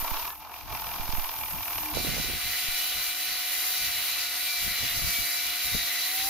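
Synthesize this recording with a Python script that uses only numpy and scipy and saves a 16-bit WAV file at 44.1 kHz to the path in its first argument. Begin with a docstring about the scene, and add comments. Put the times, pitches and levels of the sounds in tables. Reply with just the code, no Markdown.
"""An angle grinder sands a steel tube; before a cut, a wire wheel on a bench grinder brushes the tube.
Angle grinder: lines locked to the armature whine over band-wise noise from the disc, fan and housing.
Wire wheel: its high spot strikes once a turn, pulsing scraping noise and the rings of the tube.
A hum and one sliding ping join the wheel.
Wind rumbles and pops on the two microphone ports of a phone held above the work."""
import sys
import numpy as np
from scipy import signal
from scipy.fft import rfft, irfft, next_fast_len
from scipy.io import wavfile
from scipy.ndimage import uniform_filter1d

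SR = 44100
rng = np.random.default_rng(int(sys.argv[2]) if len(sys.argv) > 2 else 0)


def wrap_up_sound(samples):
    """Save the sound to the file named by the first command line argument, as 16-bit audio."""
    columns = np.atleast_2d(samples).T
    # keep every value between -1 and 1, then stretch to whole-number steps
    tamed = np.clip(columns, -1, 1)
    steps = np.round(tamed * 32767).astype(np.int16)
    wavfile.write(sys.argv[1], SR, steps)


N = 277389
T_S = np.arange(N) / SR
CUT_S = 1.945


def undb(db):
    """Amplitude ratio of a level in dB."""
    return 10 ** (np.asarray(db) / 20)


def curves(table):
    """Columns of a table, interpolated over its first column (s)."""
    s, *columns = np.transpose(table)
    return [np.interp(T_S, s, c) for c in columns]


def walk(rate_hz):
    """Random levels held 1 / rate_hz and slewed twice; spread near 1."""
    hold = int(SR / rate_hz)
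    steps = np.repeat(rng.standard_normal(N // 50 + 1), hold)[:N]
    return 1.3 * uniform_filter1d(uniform_filter1d(steps, hold), hold)


def colour(x, points, modes=(), lo_hz=1, hi_hz=1e5):
    """Minimum-phase filter from (Hz, dB) points and resonances, kept between two edges."""
    size = next_fast_len(N + 8192) // 2 * 2
    f = np.arange(size // 2 + 1) * SR / size + 1
    point_hz, point_db = np.array(points).T
    db = np.interp(np.log(f), np.log(point_hz), point_db)
    for hz, width_hz, peak_db in modes:
        db = db + peak_db / (1 + (2 * (f - hz) / width_hz) ** 2)
    gain = undb(db) / np.sqrt((1 + (lo_hz / f) ** 16) * (1 + (f / hi_hz) ** 16))
    # folding the cepstrum makes the filter causal
    cepstrum = irfft(np.log(gain + 1e-7), size)
    cepstrum[1:size // 2] *= 2
    cepstrum[size // 2 + 1:] = 0
    return irfft(rfft(x, size) * np.exp(rfft(cepstrum)), size)[..., :N]


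def grit(grain_db):
    """Dense ticks of uneven size, two unrelated streams."""
    size_db = grain_db * np.minimum(rng.exponential(size=(2, N)), 5)
    return rng.standard_normal((2, N)) * undb(size_db)


def scrape(beat, mid, side, modes, side_db, lo_hz, hi_hz, grain_db=2.5):
    """One band of friction: ticks through the body; what both ports share has rms 1."""
    ticks = beat * grit(grain_db)
    m = colour(ticks[0], mid, modes, lo_hz, hi_hz)
    s = colour(ticks[1], side, modes, lo_hz, hi_hz) * undb(side_db)
    return np.array([m + s, m - s]) / np.std(m)


# motor slowed by the load, racing as the disc leaves the tube: time_s, mesh_hz, level_db
ANGLE = [(1.95, 8580, -37.5), (2.15, 8695, -36), (2.4, 8630, -37.5), (2.6, 8635, -36.5),
         (2.72, 8645, -36.5), (2.95, 8750, -36), (3.12, 8610, -36), (3.32, 8760, -36.5), (3.5, 8660, -36.5),
         (3.68, 8830, -34.5), (3.92, 8536, -35.5), (4.1, 8680, -36.5), (4.3, 8490, -35.5),
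         (4.43, 8696, -35.5), (4.63, 8524, -34.5), (4.75, 8610, -36), (4.9, 8365, -36), (5.0, 8440, -35.5),
         (5.2, 8400, -35), (5.35, 8534, -35), (5.5, 8540, -36.5), (5.63, 8720, -35), (5.85, 8460, -35),
         (6.03, 8570, -35.5), (6.15, 8990, -34.5), (6.29, 9450, -36)]
# rasp shifting between housing rings: time_s, upper_db, lower_db, tilt_db (top over bottom of upper ring)
RASP = [(1.95, -41.5, -47, 3), (2.2, -40.5, -42.5, 2), (2.3, -37.5, -42.5, 1), (2.45, -40, -43, 5),
        (2.62, -40.5, -42, 1), (2.85, -38.5, -45.5, -1), (3.0, -38, -43.5, 4), (3.2, -46, -42.5, 0),
        (3.33, -38.5, -41, 3), (3.6, -40, -44.5, 0), (3.75, -36.5, -41.5, -2), (4.0, -37.5, -42, 0),
        (4.15, -37, -41.5, 7), (4.4, -37.5, -41.5, -4), (4.5, -35, -43, 3), (4.65, -40, -42, 3),
        (4.8, -36.5, -41.5, 3), (4.92, -40, -42.5, 0), (5.2, -37, -42.5, 3), (5.3, -37, -39, 4),
        (5.5, -38, -43, 1), (5.78, -35.5, -40, -3), (5.98, -37, -39.5, -1), (6.1, -36.5, -40, -4),
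        (6.29, -39.5, -41.5, 0)]
# band edges: hz
ANGLE_EDGES_HZ = [1, 1500, 2450, 3500, 3970, 4400, 7000, 1e5]
# relative noise spectrum common to both ports: freq_hz, density_db
ANGLE_MID = [(150, -48), (300, -35.5), (600, -27.5), (1000, -25), (1600, -18), (2000, -10.5), (2900, -12),
             (3050, -14), (4000, -7.5), (5200, -7.5), (7000, -10.5), (8100, -20), (9500, -9), (11500, -5),
             (14800, -6), (15700, -16)]
# relative noise spectrum opposed between ports: freq_hz, density_db
ANGLE_SIDE = [(150, -64), (300, -36), (700, -42.5), (1100, -40.5), (1350, -36), (2000, -18.5), (3000, -3.5),
              (3800, -9), (5000, 2), (7400, -1), (8300, -12.5), (9800, 0), (12500, 6), (15000, 2),
              (15700, -16)]
# housing resonances: freq_hz, width_hz, gain_db
HOUSING = [(1990, 330, 7), (3947, 61, 9.5), (4115, 260, 5), (4660, 52, 8), (5800, 82, -1.5)]
# port balance: freq_hz, left_minus_right_db
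ANGLE_LEAN = [(3000, 1), (4500, -3), (5500, 3.5), (8600, -1), (10800, 3.5), (12700, 2.5), (15000, -8.5)]
MESH_PER_TURN, SPINDLE_PER_TURN = 88 / 3, 11 / 36
MOTOR_DB, MIDDLE_DB = -46.5, -38.5  # below the rings; between them
DISC_DB, FAN_DB = -4.5, 0.07  # re level_db of ANGLE
PATCHY_DB, PATCHY_RATE_HZ = 1.6, 16


def angle_grinder():
    """Noise bands of housing, disc and fan pulse with the spindle and flicker alone under the armature whine."""
    mesh_hz, level_db = curves(ANGLE)
    upper_db, lower_db, tilt_db = curves(RASP)
    armature_hz = mesh_hz / MESH_PER_TURN
    turns = np.cumsum(armature_hz) / SR
    spindle = np.cos(2 * np.pi * turns * SPINDLE_PER_TURN)
    hand = walk(19)  # pressure on the tube wavers
    bands_db = [MOTOR_DB, lower_db, MIDDLE_DB, upper_db - 5.5 - tilt_db / 2, upper_db - 4 + tilt_db / 2,
                level_db + DISC_DB, level_db + FAN_DB]
    bites = [.4, .9, .7, 1, 1, .6, .45]
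    noise = 0
    for band_db, bite, edge in zip(bands_db, bites, zip(ANGLE_EDGES_HZ, ANGLE_EDGES_HZ[1:])):
        beat = undb(bite * (1.2 * walk(45) + .6 * spindle))
        patch_db = .55 * hand + bite * PATCHY_DB * walk(PATCHY_RATE_HZ)
        band = scrape(beat, ANGLE_MID, ANGLE_SIDE, HOUSING, -8.5, *edge)
        noise = noise + undb(band_db + patch_db) * band
    lean = np.array(ANGLE_LEAN)
    leaning = np.array([colour(port, lean * [1, k]) for port, k in zip(noise, (.5, -.5))])
    return leaning + whine(turns, armature_hz)


# multiples of armature speed, 22/9 and 88/3 from the geared-down spindle: order
WHINE_ORDERS = [1, 22 / 9, 88 / 3, 5, 8, 9, 10, 14, 7, 11, 12, 13, 19, 43, 46, 50, 52]


def whine(turns, armature_hz):
    """Lines locked to the armature; the shaft shudders, each line flutters and reaches the ports with its own lag."""
    out = 0
    shudder = .04 * walk(35) + .035 * walk(120)
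    for order, line_db in zip(WHINE_ORDERS, whine_levels(armature_hz)):
        apart = min(order / 8.9, 1) * np.array([[1], [-1]])
        phase = 2 * np.pi * order * turns + order * shudder + 0.1 * apart * walk(1.82)
        flutter_db = .4 * min(order / 5, 1) * walk(10) + 1.8 * min(order / 8, 1.2) * walk(30)
        pan_db = 2.2 * apart * walk(4)
        out = out + np.sqrt(2) * undb(line_db + flutter_db + pan_db) * np.sin(phase)
    return out


# first eight orders: rms_db, bite_db (per 10 Hz/s of slowing), free_db (gained running free)
WHINE_STRONG = [(-64, -0.5, 6.5), (-52.5, 0, 13), (-52.5, 0, 2), (-54, 0.2, -6), (-48.5, 0.1, -22),
                (-56, 0.1, -12), (-53, 0.1, -12), (-52.5, 0.2, -24)]
# remaining orders: rms_db
WHINE_STEADY_DB = [-56, -58, -56, -53.5, -62, -60, -59, -54, -59]
# lines ringing out as the tool turns in the hand: order, centre_s, length_s, gain_db
SWELLS = [(8, 2.0, .12, 4), (8, 2.25, .2, 4), (8, 2.68, .3, 4), (8, 3.05, .2, 5), (8, 3.7, .6, 2.5),
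          (8, 4.2, .25, 3), (8, 4.5, .1, 10), (8, 4.62, .15, 6), (8, 4.8, .2, 5.5), (8, 5.0, .1, 3),
          (8, 5.15, .2, 9), (8, 5.4, .2, 3), (8, 5.7, .14, 5), (8, 5.86, .12, 4), (9, 2.7, .12, 6),
          (9, 2.3, .12, 5), (9, 3.85, .15, 10), (9, 4.15, .35, 7), (9, 4.9, .12, 6), (9, 5.3, .15, 5),
          (10, 2.1, .1, 5), (10, 2.5, .2, 4), (10, 2.8, .12, 9), (10, 3.1, .4, 6), (10, 3.5, .15, 7),
          (10, 3.95, .22, 10), (10, 4.25, .35, 5), (10, 4.87, .2, 8), (10, 5.22, .2, 8), (10, 5.5, .15, 6),
          (13, 2.2, .25, 6), (13, 3.35, .15, 5), (13, 3.72, .2, 7), (13, 4.1, .15, 6), (13, 4.5, .16, 11),
          (13, 4.8, .12, 6), (13, 5.74, .28, 11), (14, 2.05, .2, 4), (14, 3.0, .15, 7), (14, 3.35, .2, 6),
          (14, 4.1, .4, 9), (14, 4.53, .15, 6), (14, 4.8, .15, 11), (14, 5.2, .5, 5), (14, 5.88, .2, 4),
          (50, 3.8, .3, 4), (50, 5.1, .2, 4), (43, 3.52, .2, 5), (43, 5.48, .2, 5), (52, 5.1, .2, 7),
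          (52, 5.87, .2, 6)]
OTHERS_BITE_DB, OTHERS_FREE_DB = 0.36, 0  # remaining orders
LOADED_HZ, FREE_HZ = 297, 322  # armature
WHINE_DRIFT_DB = .4


def whine_levels(armature_hz):
    """Line levels follow motor slowing and running free, swell singly, and drift with the grip."""
    slope_hz_s = uniform_filter1d(np.gradient(armature_hz) * SR, SR // 10)
    slowing = np.clip(-slope_hz_s / 10, -4, 4)
    free = np.clip((armature_hz - LOADED_HZ) / (FREE_HZ - LOADED_HZ), 0, 1)
    lines = WHINE_STRONG + [(db, OTHERS_BITE_DB, OTHERS_FREE_DB) for db in WHINE_STEADY_DB]
    out = []
    for order, (rms_db, bite_db, free_db) in zip(WHINE_ORDERS, lines):
        swell_db = sum(gain_db * np.exp(-(2 * (T_S - centre_s) / length_s) ** 2)
                       for k, centre_s, length_s, gain_db in SWELLS if k == order)
        drift_db = WHINE_DRIFT_DB * walk(2.1)
        out.append(rms_db + bite_db * slowing + free_db * free + swell_db + drift_db)
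    return out


# bright ring re scrape: time_s, level_db
BRIGHT_RING = [(0, -7.5), (.3, -0.5), (.7, -3.5), (1.05, -5.5), (1.15, -7), (1.5, -2.5), (1.92, -5)]
# alternate turns strike harder as the tube bounces: time_s, swing_db
BOUNCE = [(1.0, 1), (1.15, 2), (1.5, -0.5), (1.9, 1.5)]
# wires catch the rust hardest: centre_s, extra_force_db
CATCHES = [(.056, 1), (.17, 1), (.197, 3), (.224, 3), (.278, 0), (.433, 2), (.456, 2), (.54, 5), (.61, 3),
           (.745, 5), (1.128, 7), (1.15, 3.5), (1.197, 2), (1.292, 3.5), (1.437, 2), (1.483, 2),
           (1.682, 2.5), (1.708, 1), (1.783, 5.5), (1.86, 4)]
# band edges: hz
WHEEL_EDGES_HZ = [1, 1450, 2150, 2950, 7000, 1e5]
# relative noise spectrum common to both ports: freq_hz, density_db
WHEEL_MID = [(180, -27.5), (300, -18), (580, -16), (670, -8), (900, -5.5), (1350, -7.5), (1520, -8.5),
             (2800, -3.5), (5700, -9), (6800, -13), (7500, -24.5), (9000, -19.5), (9900, -8.5),
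             (10800, -19.5), (12100, -3.5), (13200, -5), (14500, -4.5), (15700, -16.5)]
# relative noise spectrum opposed between ports: freq_hz, density_db
WHEEL_SIDE = [(180, -40), (300, -43), (398, -32), (960, -27), (1060, -29), (1150, -25.5), (1700, -9.5),
              (2050, -6), (2370, -15), (2750, -5), (5770, -6.5), (8460, -21), (12600, -0.5), (15100, -6),
              (15900, -24)]
# tube resonances: freq_hz, width_hz, gain_db
TUBE = [(2370, 150, 9), (2720, 120, 5), (3800, 150, 2), (4980, 190, 3), (5650, 250, 3), (12070, 150, 3),
        (13000, 90, 7)]
# low resonances before and after the tube is laid back at another place: freq_hz, width_hz, gain_db
LOW_RING = [
    [(1060, 440, 7), (910, 58, 4.5)],
    [(873, 49, 10), (957, 27, 6), (1070, 100, 5.5), (712, 54, 5.5)],
]
# strike depth of low ring, lower scrape, bright ring, upper scrape: ratio
STRIKE_DEPTH = [1.0, 1.2, 2.1, 1.0]
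STRIKE_SHARP, STRIKE_SCATTER_DB = 3.4, 1.6
CATCH_S, REGRIP_S = .009, .36
KNOCK_DB = -7  # re bright ring


def wire_wheel():
    """The high spot hits once a turn, each time with a new force; the tube rings most with it."""
    scrape_db, ring_db, hiss_db, turns = wheel_controls()
    bright_db = curves(BRIGHT_RING)[0]
    force_chance, timing_chance = rng.standard_normal((300, 2))[np.floor(turns + .5).astype(int)].T

    contact = np.clip((scrape_db + 56) / 10, .6, 1)
    catch_db = sum(extra_db * np.exp(-((T_S - s) / CATCH_S) ** 2) for s, extra_db in CATCHES)
    bounce_db = curves(BOUNCE)[0] * np.cos(np.pi * turns)
    force = contact * undb(catch_db + STRIKE_SCATTER_DB * force_chance + bounce_db)
    spot_turns = turns + .04 + .03 * timing_chance
    spot = force * np.exp(STRIKE_SHARP * (np.cos(2 * np.pi * spot_turns) - 1))
    early = np.exp(np.cos(2 * np.pi * (turns + 0.24)) - 1)  # wires spring free a little ahead

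    beats = [(1 + depth * spot) * undb(1.1 * walk(70) + .8 * walk(14)) for depth in STRIKE_DEPTH]
    beats.append((1 + .4 * early) * undb(.7 * walk(40) + 1.1 * walk(14)))
    low, *edges = zip(WHEEL_EDGES_HZ, WHEEL_EDGES_HZ[1:])

    low_rings = [scrape(beats[0], WHEEL_MID, WHEEL_SIDE, modes, 3.0, *low) for modes in LOW_RING]
    mix = undb(ring_db) * np.where(np.arange(N) < REGRIP_S * SR, *low_rings)
    impulses = force * np.diff(np.floor(turns + .08), prepend=0)
    knock = colour(impulses, WHEEL_MID, TUBE, *edges[1])
    mix = mix + undb(bright_db + KNOCK_DB) * knock / np.std(knock)
    for beat, band_db, edge in zip(beats[1:], [-7, bright_db, -3, hiss_db], edges):
        mix = mix + undb(band_db) * scrape(beat, WHEEL_MID, WHEEL_SIDE, TUBE, -1.4, *edge)
    return undb(scrape_db) * mix


# bearing of the tube, lifted clear for a moment: time_s, scrape_db, low_ring_re_scrape_db, hiss_re_scrape_db
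WHEEL = [(0, -42, 2.5, 6.5), (.08, -42, 3.5, 5), (.16, -40, 4, 2), (.27, -43, 3, 7), (.33, -53.5, 8, 8.5),
         (.385, -58, 8, 9), (.43, -51, 9, 0), (.47, -54, 10, 1), (.5, -54, 9, 3), (.54, -49, 3.5, 4),
         (.61, -49.5, 4.5, 1.5), (.655, -53, 5, 4), (.69, -46.5, 7, 2), (.75, -43.5, 5, 3),
         (.8, -44.5, 4, 3.5), (1.15, -42.5, 2, 4), (1.45, -45, 2, 8), (1.75, -43.5, 1.5, 7),
         (1.92, -42.5, 2.5, 6.5)]
# wheel speed: time_s, turns_hz
WHEEL_SPEED = [(0.0, 29.1), (0.3, 38.9), (0.45, 43.7), (0.6, 43.5), (0.8, 42.4), (1.15, 42.6), (1.6, 40.5),
               (1.85, 38.9), (2.0, 35.4)]
FIRST_TURN = -.46  # turns


def wheel_controls():
    """Scrape level, ring and hiss over it, and the turns made so far (integrated speed)."""
    return *curves(WHEEL), FIRST_TURN + np.cumsum(curves(WHEEL_SPEED)[0]) / SR


# hum, swelling just before the cut: time_s, pitch_hz, level_db
HUM = [(0, 299.5, -56), (.3, 302, -71), (.45, 302, -71), (1.0, 298.5, -62.5), (1.6, 303, -65.5),
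       (1.75, 312, -62), (1.87, 307, -46.5), (1.935, 302, -45), (1.95, 305, -68)]


def hum():
    """A low sine with wavering pitch that comes and goes while it is faint."""
    pitch_hz, level_db = curves(HUM)
    waver_db = np.clip((-46 - level_db) / 4, 0, 3.5) * walk(14.14)
    phase = 2 * np.pi * np.cumsum(pitch_hz + 5 * walk(29.85)) / SR
    return np.sqrt(2) * undb(level_db + waver_db) * np.sin(phase) * undb([[-2.5], [2.5]])


# ping as the tube leaves the wheel: centre_s, start_hz, end_hz, half_length_s, level_db
PING = (.312, 1690, 1760, .027, -51.5)


def ping():
    """A sine that slides up under a Gaussian envelope."""
    centre_s, start_hz, end_hz, half_length_s, level_db = PING
    u = (T_S - centre_s) / half_length_s
    pitch_hz = np.interp(u, [-1, 1], [start_hz, end_hz])
    return np.sqrt(2) * undb(level_db) * np.exp(-u ** 2) * np.sin(2 * np.pi * np.cumsum(pitch_hz) / SR)


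# relative rumble spectrum: freq_hz, density_db
WIND_COLOUR = [(12, -26), (25, 8.5), (70, 5), (150, -4), (300, -11), (600, -42.5)]
# relative gust spectrum: freq_hz, density_db
GUST_COLOUR = [(40, -4.5), (150, 7.5), (300, -1), (600, -3), (1200, -12), (2400, -47)]
# pressure steps: start_s, signed_size (relative), port (0 left, 1 right)
POPS = [(0, 0.048, 1), (0.026, -0.073, 1), (0.117, 0.13, 1), (0.998, -0.098, 1), (1.092, 0.14, 1),
        (1.135, -0.12, 1), (1.183, 0.14, 1), (2.686, 0.067, 0)]
# hardest buffets: start_s, peak_db (nominal), freq_hz, left_minus_right_db
BUFFETS = [(1.971, -18, 446, -26), (1.982, -25, 650, -20), (1.997, -33, 129, 5), (2.048, -22.5, 300, -20),
           (2.072, -26, 450, -17), (2.09, -35, 160, -17), (2.12, -36, 187, 8), (2.142, -33, 382, -15),
           (2.166, -27, 550, -15), (2.182, -26, 482, -20), (2.191, -39, 300, -13), (2.199, -25.5, 179, -20),
           (2.243, -31, 400, -17), (2.286, -30, 248, -19), (2.298, -27.5, 353, -17), (2.335, -31, 352, -16),
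           (2.353, -33.5, 167, 15), (2.453, -40, 115, -19), (4.664, -34, 174.6, 25), (4.678, -35, 200, 28),
           (4.829, -30, 100, -24), (4.861, -44, 130.4, -17), (4.945, -47, 201, -15), (4.969, -39, 260, -10),
           (5.021, -30.5, 130.9, 14), (5.031, -32, 119.5, -15), (5.043, -25, 80.5, 17),
           (5.072, -39, 140, -15), (5.09, -39, 160.1, 16), (5.103, -43, 159.5, 15),
           (5.187, -31.5, 167.8, -21), (5.21, -44, 352.2, -20), (5.735, -34, 59.7, 20),
           (5.7468, -22, 190, 26), (5.752, -28.5, 453, 20), (5.766, -35, 220, 15)]
BUFFET_RISE_CYCLES, BUFFET_FALL_CYCLES = .12, .85


def wind():
    """Eddies rumble on each port alone, brighter in gusts; steps sag back through the capsule's low cut."""
    db = gust_levels()
    slow, quick = (colour(rng.standard_normal((2, N)), c) for c in (WIND_COLOUR, GUST_COLOUR))
    flutter = undb([1.4 * walk(51.0), 2.0 * walk(45.04)])
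    out = undb(np.minimum(db, -39) + 1.0) * slow / np.std(slow)
    out += undb(db + 0.8 * (db + 31.0) - 5.0) * flutter * quick / np.std(quick)
    for start_s, signed_size, port in POPS:
        t = np.maximum(T_S - start_s, 0)
        sag = 0.66 * np.exp(-t / 0.045) * np.cos(2 * np.pi * 9 * t)
        out[port] += signed_size * (1 - np.exp(-t / 0.00036)) * sag
    for start_s, peak_db, freq_hz, pan_db in BUFFETS:
        cycles = np.maximum((T_S - start_s) * freq_hz, 0)
        share = 2 / (1 + undb([[-pan_db], [pan_db]]))
        envelope = (1 - np.exp(-cycles / BUFFET_RISE_CYCLES)) * np.exp(-cycles / BUFFET_FALL_CYCLES)
        out += undb(peak_db) * share * envelope * np.cos(2 * np.pi * (cycles - .12))
    return out


# wind control level between gusts, one row before and one after the cut: left_db, right_db
BREEZE_DB = [(-56, -58), (-62.5, -64)]
# gust control level: peak_s (full strength reached), hold_s, peak_db, port (0 left, 1 right)
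GUSTS = [(.24, 0.0098, -51, 0), (.24, 0.0069, -49, 1), (0.656, 0, -41, 0), (0.734, 0, -33.5, 1),
         (0.798, 0.041, -46, 0), (.875, 0.003, -39.5, 1), (0.93, 0.13, -43.5, 0), (1.09, 0.018, -49, 1),
         (1.155, 0, -41.5, 0), (1.36, 0, -48, 0), (1.394, 0.055, -42, 1), (1.545, 0.023, -36.5, 0),
         (1.526, 0.08, -43, 1), (1.705, 0.0031, -47, 0), (1.74, 0.061, -49, 1), (1.77, 0.07, -44, 0),
         (1.95, 0.052, -37, 0), (1.974, 0.015, -27, 1), (2.044, 0.051, -30, 1), (2.082, 0.11, -40, 0),
         (2.136, 0.062, -31.5, 1), (2.245, 0.074, -34.5, 1), (2.33, 0.041, -39, 0), (2.47, 0, -37.5, 1),
         (2.45, 0.089, -51, 0), (2.65, 0, -47, 1), (2.973, 0.016, -44, 0), (3.061, 0.063, -57, 0),
         (3.3, 0.016, -47.5, 1), (3.814, 0.077, -45.5, 0), (3.892, 0.014, -55, 1), (3.97, 0.033, -49.5, 0),
         (4.119, 0.15, -57, 0), (4.63, 0.03, -43, 0), (4.685, 0, -35, 0), (4.92, 0.00048, -46, 0),
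         (5.09, 0.0086, -40.5, 0), (2.3, .05, -41, 0), (4.836, 0, -33, 1), (4.865, 0.0049, -47, 0),
         (4.97, 0, -32.5, 1), (4.976, .12, -39.5, 0), (5.04, 0.042, -41.5, 1), (5.197, 0.018, -41, 1),
         (5.202, 0.085, -55, 0), (5.474, 0, -47.5, 1), (5.653, 0.03, -46, 0), (5.738, 0.037, -43.5, 1),
         (5.746, 0.00091, -33.5, 0), (5.813, 0.0097, -45.5, 0), (6.197, 0.12, -50, 1)]
GUST_RISE_DB_S, GUST_FALL_DB_S = 291, 256  # of the control level


def gust_levels():
    """Control level on each port: a breeze, and over it gusts that rise, hold and fall away."""
    db = np.where(T_S < CUT_S, *np.array(BREEZE_DB)[:, :, None])
    for peak_s, hold_s, peak_db, port in GUSTS:
        rise_db = GUST_RISE_DB_S * np.maximum(peak_s - T_S, 0)
        fall_db = GUST_FALL_DB_S * np.maximum(T_S - peak_s - hold_s, 0)
        db[port] = np.maximum(db[port], peak_db - rise_db - fall_db)
    return db


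def scene():
    """Wheel, hum and ping crossfade in 5.6 ms to the angle grinder at the cut; wind runs throughout."""
    after = np.clip((T_S - CUT_S) / 0.0056 + .5, 0, 1)
    return (1 - after) * (wire_wheel() + hum() + ping()) + after * angle_grinder() + wind()


TOP_HZ = 15650


def record(dry):
    """The phone cuts the top: a steep elliptic low-pass."""
    return signal.sosfilt(signal.ellip(16, .3, 70, TOP_HZ, fs=SR, output="sos"), dry)


dry = scene()
out = record(dry)
wrap_up_sound(out)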